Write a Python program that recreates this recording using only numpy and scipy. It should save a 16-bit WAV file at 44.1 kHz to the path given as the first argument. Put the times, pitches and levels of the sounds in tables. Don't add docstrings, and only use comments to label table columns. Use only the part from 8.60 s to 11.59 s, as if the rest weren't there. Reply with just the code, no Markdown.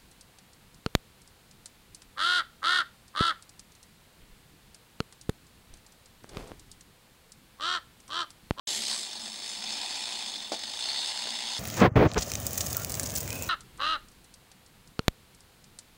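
import sys
import numpy as np
from scipy import signal
from scipy.fft import rfft, irfft, next_fast_len
from scipy.io import wavfile
from scipy.ndimage import uniform_filter1d

SR = 44100
rng = np.random.default_rng(int(sys.argv[2]) if len(sys.argv) > 2 else 0)


def to_wav(s):
    ch = np.atleast_2d(s).T
    pcm = np.round(np.clip(ch, -1, 1) * 32767)
    wavfile.write(sys.argv[1], SR, pcm.astype(np.int16))


N = 131859

TIN_T60_S = 0.0066

# t/s, level/dB
LANDINGS = [(1.9195, -1), (1.926, -12.5), (1.933, -9), (1.942, -8.5), (2.655, -14.5), (2.672, -15)]


def amp(db):
    return 10 ** (np.asarray(db) / 20)


def unit(x):
    return x / np.sqrt(np.mean(x ** 2) + 1e-20)


def along(points, hz):
    f, v = np.transpose(points)
    return np.interp(np.log(hz + 1), np.log(f + 1), v)


def curves(rows):
    s, *cols = np.transpose(rows)
    return [np.interp(np.arange(N) / SR, s, c) for c in cols]


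def filtered(x, response):
    m = 2 * next_fast_len(N)
    return irfft(rfft(x, m) * response(np.fft.rfftfreq(m, 1 / SR)), m)[:N]


def causal(gain):
    c = irfft(np.log(np.maximum(unit(gain), 1e-6)))
    c[1:len(c) // 2] *= 2
    c[len(c) // 2 + 1:] = 0
    return np.exp(rfft(c))


def coloured(x, spectrum):
    return filtered(x, lambda hz: causal(amp(along(spectrum, hz))))


def resonances(hz, modes):
    h = sum(amp(db) * 1j * hz * w / (c * c - hz * hz + 1j * hz * w) for c, w, db in modes)
    return h / np.sqrt(np.mean(np.abs(h) ** 2))


def blows(times, sizes, t60, ring=0):
    ring_t60_s = 0.07
    rise_s = .0005
    t = np.arange(SR // 8) / SR

    def dying(life):
        return np.exp(-np.log(1000) * t / life) / np.sqrt(life * SR / np.log(1e6))

    strike = dying(t60) * (1 - np.exp(-t / rise_s))
    shape = np.hypot(strike / np.linalg.norm(strike), ring * dying(ring_t60_s))
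    at = np.clip(np.round(np.asarray(times) * SR).astype(int), 0, N - 1)
    energy = signal.oaconvolve(np.bincount(at, sizes ** 2, N), shape ** 2)[:N]
    return np.sqrt(np.abs(energy)) * rng.standard_normal(N)


def motor():
    # t/s, governor speed/(turns per second)
    speed_points = [(0.07, 66.58), (0.13, 69.69), (0.355, 62.23), (0.489, 47.02), (0.797, 49.49),
                    (0.911, 54.75), (1.023, 56.06), (1.127, 65.44), (1.577, 58.96), (1.703, 51.42),
                    (1.908, 39.13), (2.039, 47.1), (2.188, 56.56), (2.286, 67.29), (2.482, 72.21),
                    (2.665, 59.02), (2.785, 60.29), (2.99, 64.41)]
    # t/s, level/dB, treble/dB, hollow body/dB, casing hum/dB
    pose = [(.07, 1.5, -2.5, -2, -15), (.18, -0.5, -4, -8, 7), (.24, 1.5, -6, -7, 1.5),
            (.315, 2.5, -4, -11, -3), (.4, -1, 4.5, -10, 0), (.5, 0.5, -1.5, -2, -1.5),
            (.62, -2, 4, 0.5, 5), (.75, -4, 5.5, 0, 1), (.9, -1, 2.5, -10, -7), (.99, -3, 2.5, 3.5, 7),
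            (1.04, -1, -2.5, 0, 7), (1.25, -2, 1, 3, -5), (1.52, -0.5, -0.5, 1.5, -2),
            (1.62, -1.5, 2, 3.5, -3.5), (1.78, 1, -2, 2, 3.5), (1.88, 0, -1, 2, 0), (2.03, 2, -5, 0.5, -1),
            (2.15, -1.5, 2, 1, -1), (2.24, -0.5, -2.5, 1, -0.5), (2.52, -3, 1.5, 3.5, -7.5),
            (2.7, 1, -5, 2.5, 3), (2.8, -1, 1, 3, -1), (2.98, -0.5, -3, 2.5, 1)]
    # f/Hz, share
    treble_share = [(4500, 0.07), (7000, 0.51), (11000, 0.78), (14000, 0.84)]
    # f/Hz, level/dB
    body_colour = [(60, -37), (150, -37.5), (290, 0), (380, -0.5), (460, -4.5), (620, 2.5), (900, 0.5),
                   (1250, -8.5), (2200, -28.5)]
    # f/Hz, width/Hz, level/dB (all before squaring)
    hollow_modes = [(781, 170, 1.3), (869, 140, 2), (986, 69, -2.3)]
    # f/Hz, width/Hz, level/dB
    ringing_modes = [(2418, 45, -10.5), (3016, 56, -9.5), (3514, 27, -1.5), (4390, 48, -1.5),
                     (5220, 36, -4), (6600, 35, -12.5)]
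    base_db, cruise_hz, db_per_doubling = -36.5, 55.5, 9.5
    ring_db, hollow_db, ringing_db = -2.5, -17, -12.5
    body_db, body_t60_s = -54.5, 0.034
    body_follows = 0.24
    hum_mode, hum_db = (219, 36, 0), -60

    speed, = curves(speed_points)
    pose_db, treble_db, pose_hollow_db, pose_hum_db = curves(pose)
    times, sizes = contacts(speed)
    level = amp(base_db + db_per_doubling * np.log2(speed / cruise_hz) + pose_db)

    rattle = unit(tin(blows(times, sizes, TIN_T60_S, amp(ring_db))))
    hz, s, z = signal.stft(rattle, SR, nperseg=256)
    treble_now = np.interp(s, np.arange(N) / SR, treble_db)
    facing = amp(along(treble_share, hz)[:, None] * treble_now)
    frame = signal.istft(z * facing * shifting(hz, s), SR, nperseg=256)[1][:N]

    shake = blows(times, sizes, body_t60_s)
    body = amp(body_db) * (level / amp(base_db)) ** body_follows * unit(coloured(shake, body_colour))
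    boom = filtered(blows(times, sizes, TIN_T60_S), lambda hz: resonances(hz, hollow_modes) ** 2)
    hollow = amp(hollow_db + pose_hollow_db) * unit(boom)
    casing = filtered(shake, lambda hz: resonances(hz, [hum_mode]) ** 2)
    hum = amp(hum_db + pose_hum_db) * unit(casing)
    clatter = blows(times, sizes, TIN_T60_S)
    ringing = amp(ringing_db) * unit(filtered(clatter, lambda hz: resonances(hz, ringing_modes)))
    return level * (frame + hollow + ringing) + body + hum + swells(clatter)


def contacts(speed, count=200):
    # share of the turn, level/dB, timing scatter/turns
    governor = [(-.085, -3, 0.025), (-.025, -5.5, 0.022), (.045, -2.5, 0.023), (.37, -13.5, 0.021),
                (.53, -10, 0.033)]
    strike_scatter_db, strike_limit = 3, 1.1
    teeth_per_turn, gear_jitter = 14, 0.37
    gear_db, gear_scatter_db = -8.5, 3

    turns = np.cumsum(speed) / SR
    where, levels = [], []
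    for share, db, scatter in governor:
        where.append(np.arange(count) + share + scatter * rng.standard_normal(count))
        luck = rng.standard_normal(count).clip(-strike_limit, strike_limit)
        levels.append(db + strike_scatter_db * luck)
    teeth = rng.standard_normal((count * 20, 2))
    where.append((np.arange(len(teeth)) + gear_jitter * teeth[:, 0]) / teeth_per_turn)
    levels.append(gear_db + gear_scatter_db * teeth[:, 1])
    where, levels = np.concatenate(where), np.concatenate(levels)
    heard = (where > 0) & (where < turns[-1])
    return np.interp(where[heard], turns, np.arange(N) / SR), amp(levels[heard])


def tin(x):
    # f/Hz, level/dB
    held_colour = [(600, -20), (1050, -19), (1350, -18), (2000, -9), (2600, -8), (3500, -1.5), (4700, 0),
                   (5300, 0), (6400, -2.5), (7800, -3.5), (8600, -7), (9200, -8), (9900, -14.5),
                   (11300, -19), (12200, -20), (13500, -39)]
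    # f/Hz, level/dB
    lowered_colour = [(600, -22.5), (1200, -16), (1600, -12), (2300, -10.5), (2700, -6.5), (3250, -6),
                      (4050, -1), (4800, -4.5), (5600, -8.5), (6500, -4.5), (7300, -9), (8200, -7.5),
                      (9550, -17.5), (10400, -18), (11800, -30.5)]
    # f/Hz, width/Hz, level/dB
    modes = [(1986, 660, -9.5), (3010, 160, -7), (3565, 484, 4.5), (4420, 420, 2.5), (5180, 660, 1),
             (6130, 270, -5.5), (7230, 1060, -10), (9080, 660, -11.5), (10000, 270, -21)]
    # f/Hz, level/dB
    top = [(11800, 0), (13000, -11), (15000, -19)]
    # start/s, end/s
    lowering = (0.28, 0.57)

    def lowered_response(hz):
        peaks = sum(amp(db) ** 2 / (1 + (2 * (hz - c) / w) ** 2) ** 2 for c, w, db in modes)
        broad = amp(along(lowered_colour, hz)) ** 2
        return causal(amp(along(top, hz)) * np.sqrt(broad + peaks))

    held = filtered(x, lambda hz: causal(amp(along(held_colour, hz) + along(top, hz))))
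    lowered = filtered(x, lowered_response)
    share = np.interp(np.arange(N) / SR, lowering, (0, 1))
    return (1 - share) * held + share * lowered


def shifting(hz, s):
    depth_db, breadth_hz, length_s = 1.8, 520, .03
    field = rng.standard_normal((len(hz), len(s)))
    field = uniform_filter1d(field, round(breadth_hz / hz[1]), 0)
    return amp(depth_db * unit(uniform_filter1d(field, round(length_s / s[1]), 1)))


def swells(drive):
    # start/s, end/s, first f/Hz, last f/Hz, width/Hz, level/dB
    bands = [(0.025, .2, 7350, 7300, 500, -40.5), (.03, 0.206, 6550, 6600, 400, -44.5),
             (.03, 0.238, 10500, 10900, 1400, -48.5), (0.028, 0.258, 436, 525, 350, -54),
             (0.187, 0.446, 8300, 8000, 554, -42), (0.198, 0.415, 9000, 9100, 700, -47),
             (.26, 0.396, 940, 1130, 130, -50.5), (0.245, 0.355, 4460, 4740, 1100, -39.5),
             (.66, 1.05, 2150, 2450, 600, -55), (0.866, 0.967, 7000, 7100, 200, -50),
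             (1, 1.66, 2460, 2550, 220, -52), (2.19, 2.46, 4330, 4400, 262, -38),
             (2.186, 2.52, 3600, 3760, 400, -41.5), (2.114, 3.097, 2905, 2850, 230, -51),
             (2.15, 3.1, 2140, 2050, 350, -54.5)]
    t, out = np.arange(N) / SR, np.zeros(N)
    for start, end, first_hz, last_hz, width, db in bands:
        u = np.interp(t, (start, end), (0, 1))
        turn = np.exp(2j * np.pi * np.cumsum(first_hz + (last_hz - first_hz) * u) / SR)
        band = signal.lfilter(*signal.butter(2, width / SR), drive / turn)
        out += amp(db) * np.sqrt(np.abs(np.sin(np.pi * u))) * unit((band * turn).real)
    return out


def snaps():
    # t/s, level/dB
    clicks = [(.174, -10), (.2205, -13), (.312, -10), (.5305, -17), (.656, -18), (.758, -19), (1.0225, -16),
              (1.040, -14), (1.044, -15), (1.1055, -12.5), (1.152, -14.5), (1.215, -13), (1.26, -14),
              (1.3075, -12.5), (1.355, -13.5), (1.371, -12.5), (1.457, -14), (1.622, -14.5), (1.921, -15),
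              (1.943, -15), (1.9935, -18), (2.0362, -10), (2.044, -17), (2.096, -17), (2.19, -15),
              (2.207, -14), (2.24, -11), (2.2575, -13), (2.286, -12), (2.315, -13), (2.4585, -13),
              (2.705, -13), (2.9483, -13)]
    t60_s, ring_db = .006, -7
    s, db = np.transpose(clicks)
    return tin(blows(s, amp(db), t60_s, amp(ring_db)))


def bumps():
    # f/Hz, level/dB
    thud_colour = [(40, -31), (130, -18), (260, -4), (380, 0.5), (560, 2), (860, 1), (1150, -10),
                   (1600, -12), (2600, -27), (6000, -40)]
    # f/Hz, level/dB, t60/s
    foot_modes = [(300, -63, 0.1), (378, -43, 0.15), (506, -41, 0.22), (666, -48, 0.22), (830, -35, 0.12),
                  (1100, -44, 0.063), (1490, -39, 0.07)]
    thud_db, thud_t60_s, push_db = -11, .08, -5

    s, db = np.transpose(LANDINGS)
    push = np.bincount(np.round(s * SR).astype(int), amp(db), N)
    t = np.arange(SR // 4) / SR
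    ring = np.zeros(len(t))
    for k, (hz, level, t60) in enumerate(foot_modes):
        ring += (-1) ** k * amp(level) * np.exp(-np.log(1000) * t / t60) * np.sin(2 * np.pi * hz * t)
    noise = amp(thud_db) * blows(s, amp(db), thud_t60_s)
    thud = coloured(noise - amp(push_db) * push, thud_colour)
    return thud + signal.oaconvolve(push, ring)[:N]


def jolts():
    # f/Hz, level/dB
    rattle_colour = [(1000, -14), (1600, -7), (2500, -5.5), (3600, 0), (4700, 4.5), (6400, 1.5), (8200, -7),
                     (10500, -15), (12500, -29), (14000, -44)]
    base_db, t60_s = -6.5, 0.081
    follows = 0.53
    s, db = np.transpose(LANDINGS)
    return coloured(blows(s, amp(base_db + follows * db), t60_s), rattle_colour)


def burst(t60):
    t = np.arange(SR // 3) / SR
    b = rng.standard_normal(len(t)) * np.exp(-np.log(1000) * t / t60)
    return b / np.linalg.norm(b)


def room(x, count=14):
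    t60_s = .26
    place = np.linspace(0, count - 1, N)
    out = np.zeros(N)
    for k in range(count):
        nearness = np.sqrt(np.maximum(1 - np.abs(place - k), 0))
        out += signal.oaconvolve(x * nearness, burst(t60_s))[:N]
    return out


def air_noise():
    # f/Hz, level/dB
    air_colour = [(25, -2), (60, -2), (130, -2), (300, -5), (1000, -12), (5000, -18), (15000, -21)]
    return amp(-63.5) * unit(coloured(rng.standard_normal(N), air_colour))


def electrical_whine():
    whine_hz, rms_db = 15691, -67.5
    return amp(rms_db) * np.sqrt(2) * np.sin(2 * np.pi * whine_hz * np.arange(N) / SR)


def scene():
    room_db = -13
    toy = motor() + snaps() + bumps() + jolts()
    return (toy + amp(room_db) * room(toy) + air_noise() + electrical_whine())[None]


def record(dry):
    # f/Hz, half width/Hz, depth/dB
    notch_table = [(5720, 230, 14), (6900, 110, 12), (15000, 220, 16)]
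    start_s, top_hz = .072, 15780

    def notches(hz):
        return amp(-sum(db / (1 + ((hz - c) / w) ** 2) ** 2 for c, w, db in notch_table))

    notched = filtered(dry[0], notches)
    switched_on = notched * (np.arange(N) / SR > start_s)
    return filtered(switched_on, lambda hz: hz < top_hz)[None]


dry = scene()
out = record(dry)
to_wav(out)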